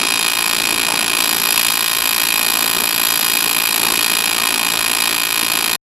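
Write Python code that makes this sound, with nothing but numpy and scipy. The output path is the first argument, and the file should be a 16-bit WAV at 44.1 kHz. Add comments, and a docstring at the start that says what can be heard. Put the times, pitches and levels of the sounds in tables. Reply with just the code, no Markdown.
"""An AC TIG arc buzzes on a metal part on a workshop bench, close to a pair of microphones.
The current reverses twice a cycle and the arc snaps each time; in the short cleaning half-wave between
the two snaps it sizzles on the oxide, while the hot shielding gas flutters, hisses and faintly whistles.
Bench and tools throw the sound back, and the hall adds a thin tail. The power source's hum and a low
rumble lie far underneath. Everything stops dead near the end."""
import sys
import numpy as np
from scipy import signal
from scipy.fft import rfft, irfft, next_fast_len
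from scipy.io import wavfile

SR = 44100
rng = np.random.default_rng(int(sys.argv[2]) if len(sys.argv) > 2 else 0)


def dump(signal):
    """Clip the signal to [-1, 1] and save it as 16-bit WAV at the path in sys.argv[1]."""
    limited = np.clip(np.atleast_2d(signal).T, -1, 1)
    pcm = np.round(limited * 32767).astype(np.int16)
    wavfile.write(sys.argv[1], SR, pcm)


N = 263277

CYCLE_HZ, FIRST_STRIKE_S, STOP_S = 56.33, .01472, 5.762
CLEANING_S, RELIGHT_S, AFTERGLOW_S = .004812, .0004, .0011  # half-wave length; flare and glow decay
SIZZLE_DB, FLUTTER_DB, PUFF_DB, HISS_DB, WHISTLE_DB = -22.5, -33, -30.5, -32, -39.5  # calm, at the torch
ATTACK_S, RELEASE_S = 0.033, 0.043  # of every swell
TOP_HZ = 14550

# low background rumble: f/Hz, relative level/dB
RUMBLE_SPECTRUM = [(25, -7.5), (120, -4.5), (400, -5.0), (2000, -45.0)]
# decay of the hall, floored at 0.05 s in hall(): f/Hz, t60/s
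HALL_DECAY = [(150, 1.54), (2000, -0.1), (12000, 1.9)]
# colour of the hall's tail: f/Hz, level/dB
HALL_SPECTRUM = [(150, -9), (1000, -13.5), (4200, -11), (7000, -10), (12000, -21)]
# faint noise, opposite in left and right, that slightly widens the buzz: f/Hz, relative level/dB
WIDTH_NOISE_SPECTRUM = [(30, -6), (120, -10), (300, -7), (800, -12), (1900, -17), (2250, -9), (2490, 4),
                        (2800, -5), (4000, 1), (5000, 3), (6200, -2), (7500, 0), (12500, 2), (14300, 1)]
# left microphone against the right, negative where it lags: f/Hz, phase/rad
LEFT_PHASE = [(100, 0), (1900, -.04), (2400, -.18), (3300, -.26), (4400, -.52), (8000, -.93),
              (10600, -1.42), (13800, -1.85)]
# close reflections off bench, vice and visor: delay/ms, gain
BENCH_ECHOES = [(0.563, -0.15), (0.682, -0.13), (0.956, -0.13), (1.15, -0.14), (1.394, -0.17),
                (1.619, 0.055), (2.035, 0.047)]
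# peaks and hollows of torch cup and workpiece: f/Hz, width/Hz, level/dB
BODY_RESONANCES = [(1457.7, 31, 4), (1634, 99, 4), (1844, 99, 3.5), (2496, 160, 4), (3060, 81, 0.5),
                   (3997, 69, 3), (4391, 273, 6.5), (5180, 110, 1), (5526, 140, 6.5), (7380, 130, 5.5),
                   (10570, 500, 9.5), (11050, 256, -9.5), (11540, 210, 6), (12500, 190, 3)]
# main ring of the workpiece as the torch moves: t/s, level/dB
RING_LEVEL = [(0, 3), (.3, 1.2), (1.15, 2.6), (1.33, -1.5), (1.6, 1.3), (1.95, -.5), (2.22, 2),
              (2.65, -1.5), (3, .5), (3.2, -2.3), (3.45, 1.5), (5.76, .6)]
# top treble as the torch moves: t/s, level/dB
TREBLE_LEVEL = [(0, -7), (.35, -1.5), (1.1, -5), (1.22, 1), (3.4, 2.5), (4.5, -2), (5.76, 0)]
# crossover into that top treble: f/Hz, gain
TREBLE_BAND = [(10700, 0), (11300, 1)]
# resonances of the gas jet: f/Hz, width/Hz, relative level/dB
JET_MODES = [(3900, 330, -1.5), (4670, 190, -7), (4800, 540, -2.5)]
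# the jet's whistle swells: t/s, length/s, rise/dB
WHISTLE_SWELLS = [(-.04, 0.28, 9), (1.2, 0.77, 8), (3.05, .37, 9)]
# puff of heated gas: f/Hz, relative level/dB
PUFF_SPECTRUM = [(200, -20), (520, -16.5), (780, 2.5), (1100, 2.5), (1500, -6), (2500, -21.5)]
# flutter of the flow: f/Hz, relative level/dB
FLUTTER_SPECTRUM = [(20, -20), (40, -10.5), (80, -16.5), (130, -8.5), (200, -3.5), (290, 1), (400, -2.5),
                    (550, -12), (1000, -17), (3000, -45)]
# steady gas hiss: f/Hz, relative level/dB
HISS_SPECTRUM = [(300, -8), (800, 5), (1900, 2.5), (3000, -1), (4600, -1), (6200, -2), (8000, -11.5),
                 (10600, -3), (14200, -1.5)]
# slow unrest of the hot gas, driving flutter and puffs: t/s, level/dB
GAS_UNREST = [(0, 1.5), (.33, -2.5), (.72, 2), (1.3, 1), (1.9, -3.5), (2.5, 0.1), (3.3, -2.2), (4.1, -1.2),
              (4.7, 0.5), (5.25, -2.5), (5.76, -0.5)]
# brief gas surges: t/s, length/s, flutter level/dB, puff level/dB
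GAS_SURGES = [(-.04, 0.087, 1, 3.5), (.86, 0.059, -0.5, 4.5), (2.73, 0.11, 4.5, 3.5), (3.41, 0.067, 4.5, 3),
              (3.76, 0.16, 4.5, 6.5), (4.345, .09, -0.5, 6.5), (4.5, 0.13, -1, 2.5)]
# sizzle on the oxide: f/Hz, relative level/dB
SIZZLE_SPECTRUM = [(300, -25.5), (900, -12.5), (1900, -2.5), (3000, 3), (4800, 0.5), (6200, -6.5),
                   (8000, -2), (9200, 0.5), (10600, 0.5), (12600, -1.5), (14200, -21.5)]
# the arc crosses dirtier (+) or cleaner (-) metal: t/s, length/s, sizzle level/dB
OXIDE_PATCHES = [(.03, 0.17, 1), (1.17, 0.043, 6), (1.44, .27, 3), (2.24, 0.13, 2), (2.6, 0.22, -1),
                 (2.98, 0.79, 1), (3.75, 0.42, 2), (5.2, 0.15, -4)]
# specks of oxide burst: t/s, level/dB
OXIDE_SPITS = [(1.5763, -6), (1.6835, -16)]
# snap of the relighting arc: f/Hz, relative level/dB
SNAP_SPECTRUM = [(56, -5.5), (280, -10.5), (520, -16), (800, -2), (1050, 0.5), (1900, -1.5), (3100, 3),
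                 (4800, -3), (6200, -8.5), (8000, -5), (9200, -14.5), (10600, -1.5), (12600, 2),
                 (14200, -16)]


def amp(db):
    """Decibels to gain."""
    return 10 ** (np.asarray(db) / 20)


def unit(x):
    """Scale to rms 1."""
    return x / np.sqrt(np.mean(x ** 2) + 1e-20)


def along(points, hz):
    """Read (f/Hz, value) points on a log frequency axis."""
    f, values = np.transpose(points)
    return np.interp(np.log(hz + 1), np.log(f + 1), values)


def curve(points):
    """Read (t/s, value) points at every sample."""
    times, values = np.transpose(points)
    return np.interp(np.arange(N) / SR, times, values)


def swells(rows):
    """Attack, hold and release for each (t/s, length/s, level/dB, ..) row; a dB track per level column."""
    t = np.arange(N) / SR
    rows = np.array(rows)
    shapes = [np.clip((t - start) / ATTACK_S, 0, 1) * np.clip(1 - (t - start - length) / RELEASE_S, 0, 1)
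              for start, length in rows[:, :2]]
    return rows[:, 2:].T @ np.array(shapes)


def filtered(x, response):
    """Pass x through a complex frequency response."""
    size = 2 * next_fast_len(N // 2 + SR // 4)
    hz = np.fft.rfftfreq(size, 1 / SR)
    return irfft(rfft(x, size) * response(hz), size)[..., :N]


def minimum_phase(db):
    """The causal response with these levels."""
    cepstrum = irfft(np.log(amp(db)))
    half = len(cepstrum) // 2
    cepstrum[1:half] *= 2
    cepstrum[half + 1:] = 0
    return np.exp(rfft(cepstrum))


def pulses(times, sizes):
    """Impulses placed between samples as windowed sincs."""
    at = times[:, None] * SR
    taps = np.floor(at).astype(int) + np.arange(-7, 9)
    shape = np.sinc(taps - at) * np.cos(np.pi * (taps - at) / 16) ** 2
    inside = (taps >= 0) & (taps < N)
    return np.bincount(taps[inside], (sizes[:, None] * shape)[inside], N)


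def cleaning(scatter_db, relight_db, rest_db):
    """Envelope of the cleaning half-waves: relight flare, plateau, afterglow; a new strength each cycle."""
    cycle, phase = np.divmod((np.arange(N) / SR - FIRST_STRIKE_S) * CYCLE_HZ + 1, 1)
    age = phase / CYCLE_HZ
    strengths = amp(scatter_db * rng.standard_normal(int(cycle[-1]) + 1))
    flare = amp(relight_db) * np.exp(-age / RELIGHT_S)
    plateau = np.exp(-np.maximum(age - CLEANING_S, 0) / AFTERGLOW_S)
    return strengths[cycle.astype(int)] * (plateau + flare) + amp(rest_db)


def rumble(level_db):
    """A faint, steady rumble, the same at both microphones."""
    noise = rng.standard_normal(N)
    return amp(level_db) * unit(filtered(noise, lambda hz: amp(along(RUMBLE_SPECTRUM, hz))))


def hum(level_db):
    """The power source hums at twice the cycle rate."""
    return amp(level_db) * unit(np.sin(4 * np.pi * CYCLE_HZ * np.arange(N) / SR))


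def hall(x):
    """The hall around the bench returns a thin, diffuse tail, shortest near 2 kHz."""
    hz, t, noise = signal.stft(rng.standard_normal(SR // 2), SR, nperseg=256)
    t60_s = np.maximum(along(HALL_DECAY, hz), .05)
    decay = amp(-60 * t / t60_s[:, None])
    decay /= np.sqrt(np.mean(decay ** 2, axis=1, keepdims=True))
    colour = amp(along(HALL_SPECTRUM, hz))[:, None]
    tail = signal.istft(noise * decay * colour, SR, nperseg=256)[1]
    return signal.fftconvolve(x, tail / np.sqrt(len(tail)))[:N]


def width_noise():
    """A faint noise pulsing with the buzz, opposite in left and right; rms 1."""
    noise = rng.standard_normal(N) * cleaning(scatter_db=1, relight_db=-8, rest_db=-14)
    return unit(filtered(noise, lambda hz: amp(along(WIDTH_NOISE_SPECTRUM, hz))))


def from_torch(x, spectrum, ringing=1):
    """Colour a sound at the arc, ring it in cup and workpiece, add the close reflections; rms 1."""
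    def response(hz):
        body_db = sum(db / (1 + (2 * (hz - centre) / width) ** 2) for centre, width, db in BODY_RESONANCES)
        bench = 1 + sum(gain * np.exp(-2j * np.pi * hz * ms / 1000) for ms, gain in BENCH_ECHOES)
        return minimum_phase(along(spectrum, hz) + ringing * body_db) * bench
    return unit(filtered(x, response))


def torch_movement(x, ring_hz, width_hz):
    """Moving the torch changes how strongly the workpiece rings and how much top treble gets out."""
    treble = filtered(x, lambda hz: along(TREBLE_BAND, hz))
    ring = filtered(x, lambda hz: np.exp(-((hz - ring_hz) / width_hz) ** 2))
    return x + (amp(curve(TREBLE_LEVEL)) - 1) * treble + (amp(curve(RING_LEVEL)) - 1) * ring


def jet_whistle():
    """The gas jet sings faintly in a few resonances, swelling now and then."""
    def modes(hz):
        return sum((-1) ** k * amp(db) * 1j * hz * width / (centre ** 2 - hz ** 2 + 1j * hz * width)
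                   for k, (centre, width, db) in enumerate(JET_MODES))
    whistle = unit(filtered(rng.standard_normal(N), modes))
    return amp(WHISTLE_DB + swells(WHISTLE_SWELLS)[0]) * whistle


def shielding_gas():
    """Each cleaning half-wave heats the gas into a puff; the flow flutters and hisses throughout."""
    flutter_db, puff_db = curve(GAS_UNREST) + swells(GAS_SURGES)
    puff, flutter, hiss = rng.standard_normal((3, N))
    puff *= cleaning(scatter_db=0.5, relight_db=-5, rest_db=-14)
    puff = amp(PUFF_DB + puff_db) * from_torch(puff, PUFF_SPECTRUM)
    flutter *= cleaning(scatter_db=4.0, relight_db=6, rest_db=5.5)
    flutter = unit(filtered(flutter, lambda hz: minimum_phase(along(FLUTTER_SPECTRUM, hz))))
    hiss = amp(HISS_DB) * from_torch(hiss, HISS_SPECTRUM)
    return puff + amp(FLUTTER_DB + flutter_db) * flutter + hiss


def oxide_sizzle(grain_db, spit_s):
    """Arc spots hop over the oxide in tiny cracks; now and then a speck bursts."""
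    cracks = unit(rng.standard_normal(N) * amp(grain_db * rng.standard_normal(N)))
    half_waves = unit(cleaning(scatter_db=1.2, relight_db=-1, rest_db=-18))
    envelope = amp(SIZZLE_DB + swells(OXIDE_PATCHES)[0]) * half_waves
    t = np.arange(N) / SR
    for start, db in OXIDE_SPITS:
        envelope += amp(db) * (t >= start) * np.exp(-np.abs(t - start) / spit_s)
    rms = np.sqrt(np.mean(envelope ** 2))
    return rms * from_torch(envelope * cracks, SIZZLE_SPECTRUM)


def arc_snaps(strike_scatter_db, return_scatter_db, return_db, level_db, smear_hz, jitter_s):
    """The arc relights at each current reversal: two pressure pulses a cycle, the first less punctual."""
    strikes = FIRST_STRIKE_S + np.arange(-1, N / SR * CYCLE_HZ) / CYCLE_HZ
    strike_draw, return_draw, timing_draw = rng.standard_normal((len(strikes), 3)).T
    train = pulses(strikes + jitter_s * timing_draw, amp(strike_scatter_db * strike_draw))
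    train += pulses(strikes + CLEANING_S, amp(return_db + return_scatter_db * return_draw))
    # the highs of each snap trail its lows a little, which blunts the peak
    train = filtered(train, lambda hz: np.exp(-1j * (hz / smear_hz) ** 2))
    return amp(level_db) * from_torch(train, SNAP_SPECTRUM, ringing=1.3)


def scene():
    """Two microphones close to the bench; arc and hall reach the right one slightly sooner."""
    arc = arc_snaps(strike_scatter_db=2.0, return_scatter_db=2.3, return_db=0.5,
                    level_db=-16.5, smear_hz=11000, jitter_s=6e-6)
    arc = arc + oxide_sizzle(grain_db=5, spit_s=.0015) + shielding_gas()
    arc = torch_movement(arc, ring_hz=2520, width_hz=260) + jet_whistle()
    sides = np.array([[.5], [-.5]])  # left, right
    pair = filtered(arc + hall(arc), lambda hz: np.exp(1j * sides * along(LEFT_PHASE, hz)))
    width = sides * amp(-30) * width_noise()  # opposite in left and right, slightly widening the buzz
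    return pair + width + rumble(level_db=-53.0) + hum(level_db=-56.5)


def record(dry):
    """Behind the microphones the tallest snaps saturate, the sound stops dead and the band is limited."""
    def band(hz):
        low_cut = hz / (hz - 12j)  # first order, 12 Hz
        return low_cut / np.sqrt(1 + (hz / TOP_HZ) ** 120)
    saturated = dry / (1 + np.abs(dry / .95) ** 6) ** (1 / 6)
    running = np.arange(N) / SR < STOP_S
    return filtered(saturated * running, band)


dry = scene()
out = record(dry)
dump(out)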